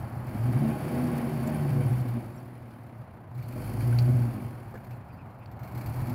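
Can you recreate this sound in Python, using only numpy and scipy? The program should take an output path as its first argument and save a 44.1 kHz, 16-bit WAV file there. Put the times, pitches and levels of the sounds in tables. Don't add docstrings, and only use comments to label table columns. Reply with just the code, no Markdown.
import sys
import numpy as np
from scipy import signal
from scipy.fft import rfft, irfft, next_fast_len
from scipy.io import wavfile
from scipy.ndimage import uniform_filter1d

SR = 44100
rng = np.random.default_rng(int(sys.argv[2]) if len(sys.argv) > 2 else 0)


def wrap_up_sound(samples):
    columns = np.atleast_2d(samples).T
    tamed = np.clip(columns, -1, 1)
    steps = np.round(tamed * 32767).astype(np.int16)
    wavfile.write(sys.argv[1], SR, steps)


N = 270774
TIME = np.arange(N) / SR
REFERENCE_HZ = 60
# delay_s, gain
WALL_ECHOES = [(0.021, 0.16), (0.056, 0.27), (0.092, 0.2)]


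def undb(db):
    return 10 ** (np.asarray(db) / 20)


def curve(table):
    return np.interp(TIME, *np.transpose(table))


def unit(x):
    return x / np.sqrt(np.mean(x ** 2))


def steady(x, span_s):
    size = int(span_s * SR)
    return x / np.sqrt(uniform_filter1d(uniform_filter1d(x ** 2, size), size) + 1e-12)


def colour(x, eq):
    size = 2 * next_fast_len(N // 2 + SR // 4)
    hz, db = np.transpose(eq)
    grid_hz = np.maximum(np.arange(size // 2 + 1) * SR / size, 1)
    gain = undb(np.interp(np.log(grid_hz), np.log(hz), db))
    cepstrum = irfft(np.log(gain))
    cepstrum[size // 2:] = 0
    return irfft(rfft(x, size) * np.exp(2 * rfft(cepstrum)))[:N]


def resonate(x, hz, width_hz):
    b, a = signal.iirpeak(hz, hz / width_hz, fs=SR)
    return signal.lfilter(b, a, signal.lfilter(b, a, x))


def echo(x, reflections):
    return x + sum(gain * np.interp(TIME - delay, TIME, x, left=0) for delay, gain in reflections)


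def noise():
    return rng.standard_normal(N)


def wander(rate_hz):
    size = int(SR / rate_hz)
    steps = np.repeat(rng.standard_normal(N // size + 1), size)[:N]
    return unit(uniform_filter1d(steps, size))


def bump(centre_s, half_length_s):
    return np.exp(-np.minimum(((TIME - centre_s) / half_length_s) ** 2, 20))


def swells(table):
    return sum(db * bump(centre_s, half_length_s) for centre_s, half_length_s, db in table)


def jolts(hits):
    return sum(undb(db) * (TIME >= start_s) * np.exp(-np.clip((TIME - start_s) / decay_s, 0, 20))
               for start_s, db, decay_s in hits)


def blows(hits, body_eq):
    contact = noise()
    return colour(jolts(hits) * contact, body_eq) / np.std(colour(contact, body_eq))


def pedal():
    # down_s, lift_s, depth, opening_per_s, fade_s
    presses = [(-0.3, 0.5, 0.66, 3, 1.7), (0.08, 1.97, 0.75, 3.6, 0.98), (3.17, 3.78, 0.95, 2.45, 1.73),
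               (5.3, 5.89, 0.97, 1.94, 1.1)]
    openings = [np.clip((TIME - down_s) * rate, 0, depth) * np.exp(-np.maximum(TIME - lift_s, 0) / fade)
                for down_s, lift_s, depth, rate, fade in presses]
    return np.max(openings, axis=0)


def firings(cycles, scatter_db, jitter_s_per_db, spread=1):
    cylinders_db = [0.82, 0.09, -0.93, 0.19]
    due = np.flatnonzero(np.diff(np.floor(cycles)))
    weak_db, early_db = scatter_db[due] * rng.standard_normal((len(due), 2)).T
    level_db = np.resize(cylinders_db, len(due)) - spread * weak_db
    onsets = due - (jitter_s_per_db * SR * early_db).astype(int)
    return np.bincount(np.clip(onsets, 0, N - 1), undb(level_db), N)


def puffs(pulses, decay_s, floor, rise_s=0.022):
    pole = np.exp(-1 / (decay_s * SR))
    swell = uniform_filter1d(signal.lfilter([1], [1, -pole], pulses), int(rise_s * SR))
    return noise() * (floor + swell)


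def gas_rush(pulses):
    # freq_hz, gain_db
    rush_eq = [(30, -22), (80, -19.5), (140, 9), (370, 6), (440, -9.5), (620, -1.5), (820, -1.5),
               (1000, -9), (1600, -12.5), (2400, -16.5), (3000, -23.5), (3800, -28), (6000, -54)]
    return steady(colour(puffs(pulses, decay_s=0.098, floor=2.4), rush_eq), span_s=0.049)


def gas_hiss(pulses, firing_hz, throttle):
    # freq_hz, gain_db
    hiss_eq = [(1500, 5), (2400, 3), (3850, -13.5), (4500, 4.5), (5900, -7), (8700, -6), (9700, 3.5),
               (11700, 0), (13500, 3), (15700, -4.5)]
    # delay_s, gain
    bodywork = [(.0009, .15), (.0031, .2), (.0074, .25)]
    floor = 0.59 * firing_hz / REFERENCE_HZ + 0.33 * (1 - throttle)
    gas = puffs(pulses, decay_s=0.0023, floor=floor, rise_s=0.0092)
    return steady(echo(colour(gas, hiss_eq), bodywork), span_s=0.13)


def valve_clatter(cycles, scatter_db):
    # pitch_hz, width_hz, gain_db
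    cover_modes = [(2280, 770, 1), (2820, 90, -5), (4170, 230, 1), (7400, 900, -9.5), (13900, 1900, -3)]
    clatter = 0
    for hz, width_hz, db in cover_modes:
        taps = firings(cycles, scatter_db, jitter_s_per_db=0.001, spread=0.8)
        clatter += undb(db) * resonate(puffs(taps, decay_s=0.011, floor=0.08), hz, width_hz)
    return steady(clatter, span_s=0.08)


def gear_rasp(cycles, scatter_db):
    # pitch_hz, width_hz, level_db
    casing_modes = [(1528, 170, 3.5), (2265, 320, 1.5), (3100, 39, -8.5), (9720, 570, -2.5),
                    (10600, 650, -3.5)]
    pulses = firings(cycles, scatter_db, jitter_s_per_db=0.00035, spread=1.1)
    teeth = puffs(pulses, decay_s=0.0061, floor=0.099, rise_s=0.002)
    return unit(sum(undb(db) * unit(resonate(teeth, hz, width)) for hz, width, db in casing_modes))


def putter(cycles, scatter_db):
    # freq_hz, gain_db
    puff_eq = [(150, -30.5), (350, -0.5), (440, -1.5), (620, 2), (850, -2), (1100, -5), (1600, -11),
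               (2300, -17.5), (3200, -25.5), (8000, -40.5)]
    pulses = firings(cycles, scatter_db, jitter_s_per_db=0.0002, spread=0.4)
    gas = puffs(pulses, decay_s=0.012, floor=0.22, rise_s=0.007)
    return steady(colour(gas, puff_eq), span_s=0.2)


def silencer_boom(cycles, scatter_db, firing_hz):
    # freq_hz, gain_db
    cool_eq = [(40, -69.5), (70, -5), (100, 3), (120, 21), (160, -7.5), (200, -12.5), (300, -59.5)]
    hot_ratio, heat_span_hz = 1.107, 15.4
    boost_db, boost_hz, half_width_hz = 11, 130.7, 17.9
    pulses = firings(cycles, scatter_db, jitter_s_per_db=0.0001)
    echoed = 0.81 * pulses + echo(pulses, WALL_ECHOES)
    cool = steady(colour(echoed, cool_eq), span_s=0.031)
    hot = steady(colour(echoed, [(hz * hot_ratio, db) for hz, db in cool_eq]), span_s=0.02)
    heat = np.clip((firing_hz - REFERENCE_HZ) / heat_span_hz, 0, 1)
    in_band = np.exp(-abs((2 * firing_hz - boost_hz) / half_width_hz) ** 4)
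    return steady((1 - heat) * cool + heat * hot, span_s=0.087) * undb(boost_db * in_band)


def pipe_ring(ragged, even):
    # freq_hz, gain_db
    pipe_eq = [(25, -32.5), (62, -13.5), (100, -6.5), (136, 0.5), (175, -4), (200, 5), (222, 13),
               (250, 13.5), (285, 1.5), (325, -2), (370, 8), (425, -27.5), (500, -14.5), (555, -12),
               (640, -11.5), (900, -25), (2000, -80)]
    # centre_s, half_length_s, gain_db
    barks = [(.355, 0.012, 11), (.51, 0.039, 7), (.67, 0.075, 9.5), (.82, 0.063, -12), (1.04, 0.042, 7.5),
             (2.08, 0.035, -19), (2.17, 0.032, 9), (4.255, 0.038, 8), (4.38, 0.043, 10.5), (6.12, 0.092, 8)]
    bark_hz, width_hz = 232, 62
    ring = steady(colour(echo(ragged, WALL_ECHOES), pipe_eq), span_s=0.33)
    lift = undb(swells(barks)) - 1
    bark = 0.96 * steady(resonate(even, bark_hz, width_hz), span_s=0.055) * np.maximum(lift, 0)
    dip = resonate(ring, bark_hz, width_hz) * np.minimum(lift, 0)
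    return ring + bark + dip


def tailpipe_burble(pulses):
    # pitch_hz, width_hz, level_db
    modes = [(371.4, 28, 2.5), (491.5, 29, -0.5), (625, 56, 1.5), (734, 41, -5.5), (819, 15.6, -3.5),
             (1087, 60, -8)]
    turbulence = puffs(pulses, decay_s=0.005, floor=0.1, rise_s=0.002)
    drive = steady(pulses, span_s=0.2) + undb(-6) * steady(turbulence, span_s=0.2)
    return unit(sum(undb(db + 2 * wander(14)) * unit(resonate(drive, hz, width_hz))
                    for hz, width_hz, db in modes))


def mouth_thud(cycles):
    # freq_hz, gain_db
    mouth_eq = [(25, -52), (42, -12), (52, -4), (62, -4), (83, 1.5)]
    return colour(np.sin(2 * np.pi * cycles), mouth_eq)


def engine():
    # time_s, firing_hz
    revs = [(0.0, 40.96), (0.23, 41.05), (0.37, 56), (0.65, 73.86), (0.88, 80.83), (1.04, 81.78),
            (1.28, 76.87), (1.57, 75.07), (2.17, 57.72), (2.44, 41.42), (2.76, 38.1), (3.29, 27.38),
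            (3.65, 50.97), (3.9, 60.2), (4.05, 62.66), (4.24, 59.07), (4.69, 34.68), (5.13, 23.22),
            (5.61, 22.95), (6.14, 52.19)]
    # centre_s, half_length_s, gain_db
    chuffs = [(0.02, 0.043, 8.5), (.18, 0.046, 5.5), (0.79, 0.037, -8.5), (2.055, 0.022, -10.5),
              (2.215, 0.0095, -5), (3.0, 0.038, 10), (3.09, 0.038, -11), (3.39, 0.068, 13),
              (4.17, 0.32, 4.5), (4.39, 0.022, -8), (4.46, 0.035, 5.5), (4.93, 0.045, 10),
              (5.47, 0.031, 11.5), (5.625, 0.025, 14.5), (5.775, 0.027, 10), (5.89, 0.021, 7.5),
              (6.0, 0.043, 9.5), (6.11, 0.062, 5)]
    firing_hz, throttle, chuff_db = curve(revs), pedal(), swells(chuffs)

    def fader(base_db, octave_db, load_db):
        return undb(base_db + octave_db * np.log2(firing_hz / REFERENCE_HZ) + load_db * throttle)

    octaves_away = np.minimum(abs(np.log2(firing_hz / 63)), 0.75)
    scatter_db = 6 + (1 - throttle) - 3 * octaves_away
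    crank_lag = 0.007 * scatter_db * uniform_filter1d(wander(14), size=SR // 30)
    cycles = 0.85 + np.cumsum(firing_hz) / SR - crank_lag
    pulses = firings(cycles, scatter_db, jitter_s_per_db=0.00069)
    rush = gas_rush(pulses) * fader(base_db=-48, octave_db=13.7, load_db=8.2)
    hiss = gas_hiss(pulses, firing_hz, throttle) * fader(-71.5, 8.1, 21)
    valves = valve_clatter(cycles, scatter_db) * fader(-82, 0.85, 17.3)
    flicker_db = 0.13 * chuff_db + 0.55 * REFERENCE_HZ / firing_hz * wander(22)
    gears = gear_rasp(cycles, scatter_db) * fader(-66, 10.3, 6.2)
    idle = putter(cycles, scatter_db) * fader(-55.5, 4.5, 4.2)
    boom = silencer_boom(cycles, scatter_db, firing_hz) * fader(-46.5, 7.7, 13.4)
    ragged = firings(cycles, scatter_db * (0.5 + 0.5 * throttle), jitter_s_per_db=0.00008)
    even = firings(cycles, scatter_db, jitter_s_per_db=0, spread=0)
    ring = pipe_ring(ragged, even) * fader(-45, 15.3, 8.5)
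    burble = tailpipe_burble(ragged + even) * fader(-54.5, 17.8, 9.9)
    thud = mouth_thud(cycles) * fader(-69, 5, 32.2)
    exhaust = (boom + thud) * undb(chuff_db) + ring + burble
    return exhaust + rush + idle + gears + (hiss + valves) * undb(flicker_db)


def tyre_roar():
    # freq_hz, gain_db
    tyre_eq = [(25, -14.5), (100, 13), (300, -2), (430, -10), (750, -2), (1400, -12.5), (2200, -21),
               (3500, -37.5), (8000, -58.5), (15000, -105)]
    # time_s, level_db
    ride = [(0, -42.5), (3.0, -49.5), (5.0, -44.5), (6.14, -42.5)]
    return unit(colour(noise(), tyre_eq)) * undb(curve(ride) + 1.66 * wander(3.4))


def rattles(rise_s=0.0021, decay_s=0.013, ring_db=2):
    # start_s, level_db
    shakes = [(0.281, -53), (0.344, -52), (1.98, -54), (2.084, -49.5), (3.351, -59), (3.389, -56),
              (3.424, -52.5), (3.522, -51), (4.775, -58), (4.845, -57), (4.908, -53), (5.514, -57),
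              (5.592, -56), (5.632, -50), (5.675, -53), (5.714, -58), (5.749, -52), (5.775, -50),
              (5.81, -50), (5.86, -44.5), (5.889, -63), (5.935, -53), (5.96, -50), (6.003, -50),
              (6.07, -48), (6.096, -47)]
    # freq_hz, gain_db
    contact_eq = [(800, -49), (1700, 13), (2350, 9), (3200, 0.5), (4350, 4), (6000, -2), (8500, -2),
                  (10500, -26), (12000, -10), (13700, -3), (15700, -0.5)]
    # pitch_hz, width_hz, level_db
    sheet_modes = [(2275, 210, 6.5), (4230, 210, -5.5), (13135, 1100, 4.5), (15197, 800, -3)]
    contact = unit(colour(noise(), contact_eq))
    ring = sum(unit(resonate(noise(), hz, width_hz)) * undb(db + 3 * wander(25))
               for hz, width_hz, db in sheet_modes)
    force = jolts([(start_s, db, decay_s) for start_s, db in shakes])
    envelope = uniform_filter1d(force, int(rise_s * SR) + 1)
    return envelope * unit(contact + undb(ring_db) * steady(ring, span_s=0.028))


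def squeaks(octave_db=-20):
    # centre_s, pitch_hz, width_hz, half_length_s, level_db
    chirps = [(1.476, 7300, 2200, .009, -55.5), (2.365, 7500, 120, .02, -69), (2.38, 5620, 150, .013, -69),
              (3.44, 4330, 600, .022, -64), (4.925, 2550, 250, .012, -62), (5.11, 2450, 400, .012, -63),
              (5.137, 4730, 200, .02, -71), (5.2, 2500, 200, .018, -60), (5.425, 2450, 450, .02, -62)]
    out, rubbing = 0, noise()
    for centre_s, hz, width_hz, half_length_s, db in chirps:
        ring = unit(resonate(rubbing, hz, width_hz))
        octave = undb(octave_db) * unit(resonate(rubbing, 2 * hz, width_hz))
        out += undb(db) * bump(centre_s, half_length_s) * (ring + octave)
    return out


def ticks():
    # start_s, level_db, decay_s
    taps = [(2.717, -60, 0.0015), (3.987, -31.5, 0.0028), (3.992, -39.5, 0.0068), (5.459, -50, 0.0026)]
    # freq_hz, gain_db
    metal_eq = [(800, -53), (2000, -8), (2600, -3), (3700, -9.5), (4550, 8.5), (6000, -15), (7300, -17),
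                (9000, -18), (15000, -15)]
    return blows(taps, metal_eq)


def knock():
    # start_s, level_db, decay_s
    hits = [(4.741, -39, .012), (4.754, -38, .014)]
    # freq_hz, gain_db
    body_eq = [(100, 8), (250, 14), (520, 7), (1000, -1), (1700, -0.5), (2600, -24), (8000, -31)]
    return blows(hits, body_eq)


def scene():
    return (engine() + tyre_roar() + rattles() + ticks() + knock() + squeaks())[None]


def record(dry):
    cutoff_hz = 15720
    return signal.sosfilt(signal.ellip(10, 0.2, 80, cutoff_hz, fs=SR, output="sos"), dry)


dry = scene()
out = record(dry)
wrap_up_sound(out)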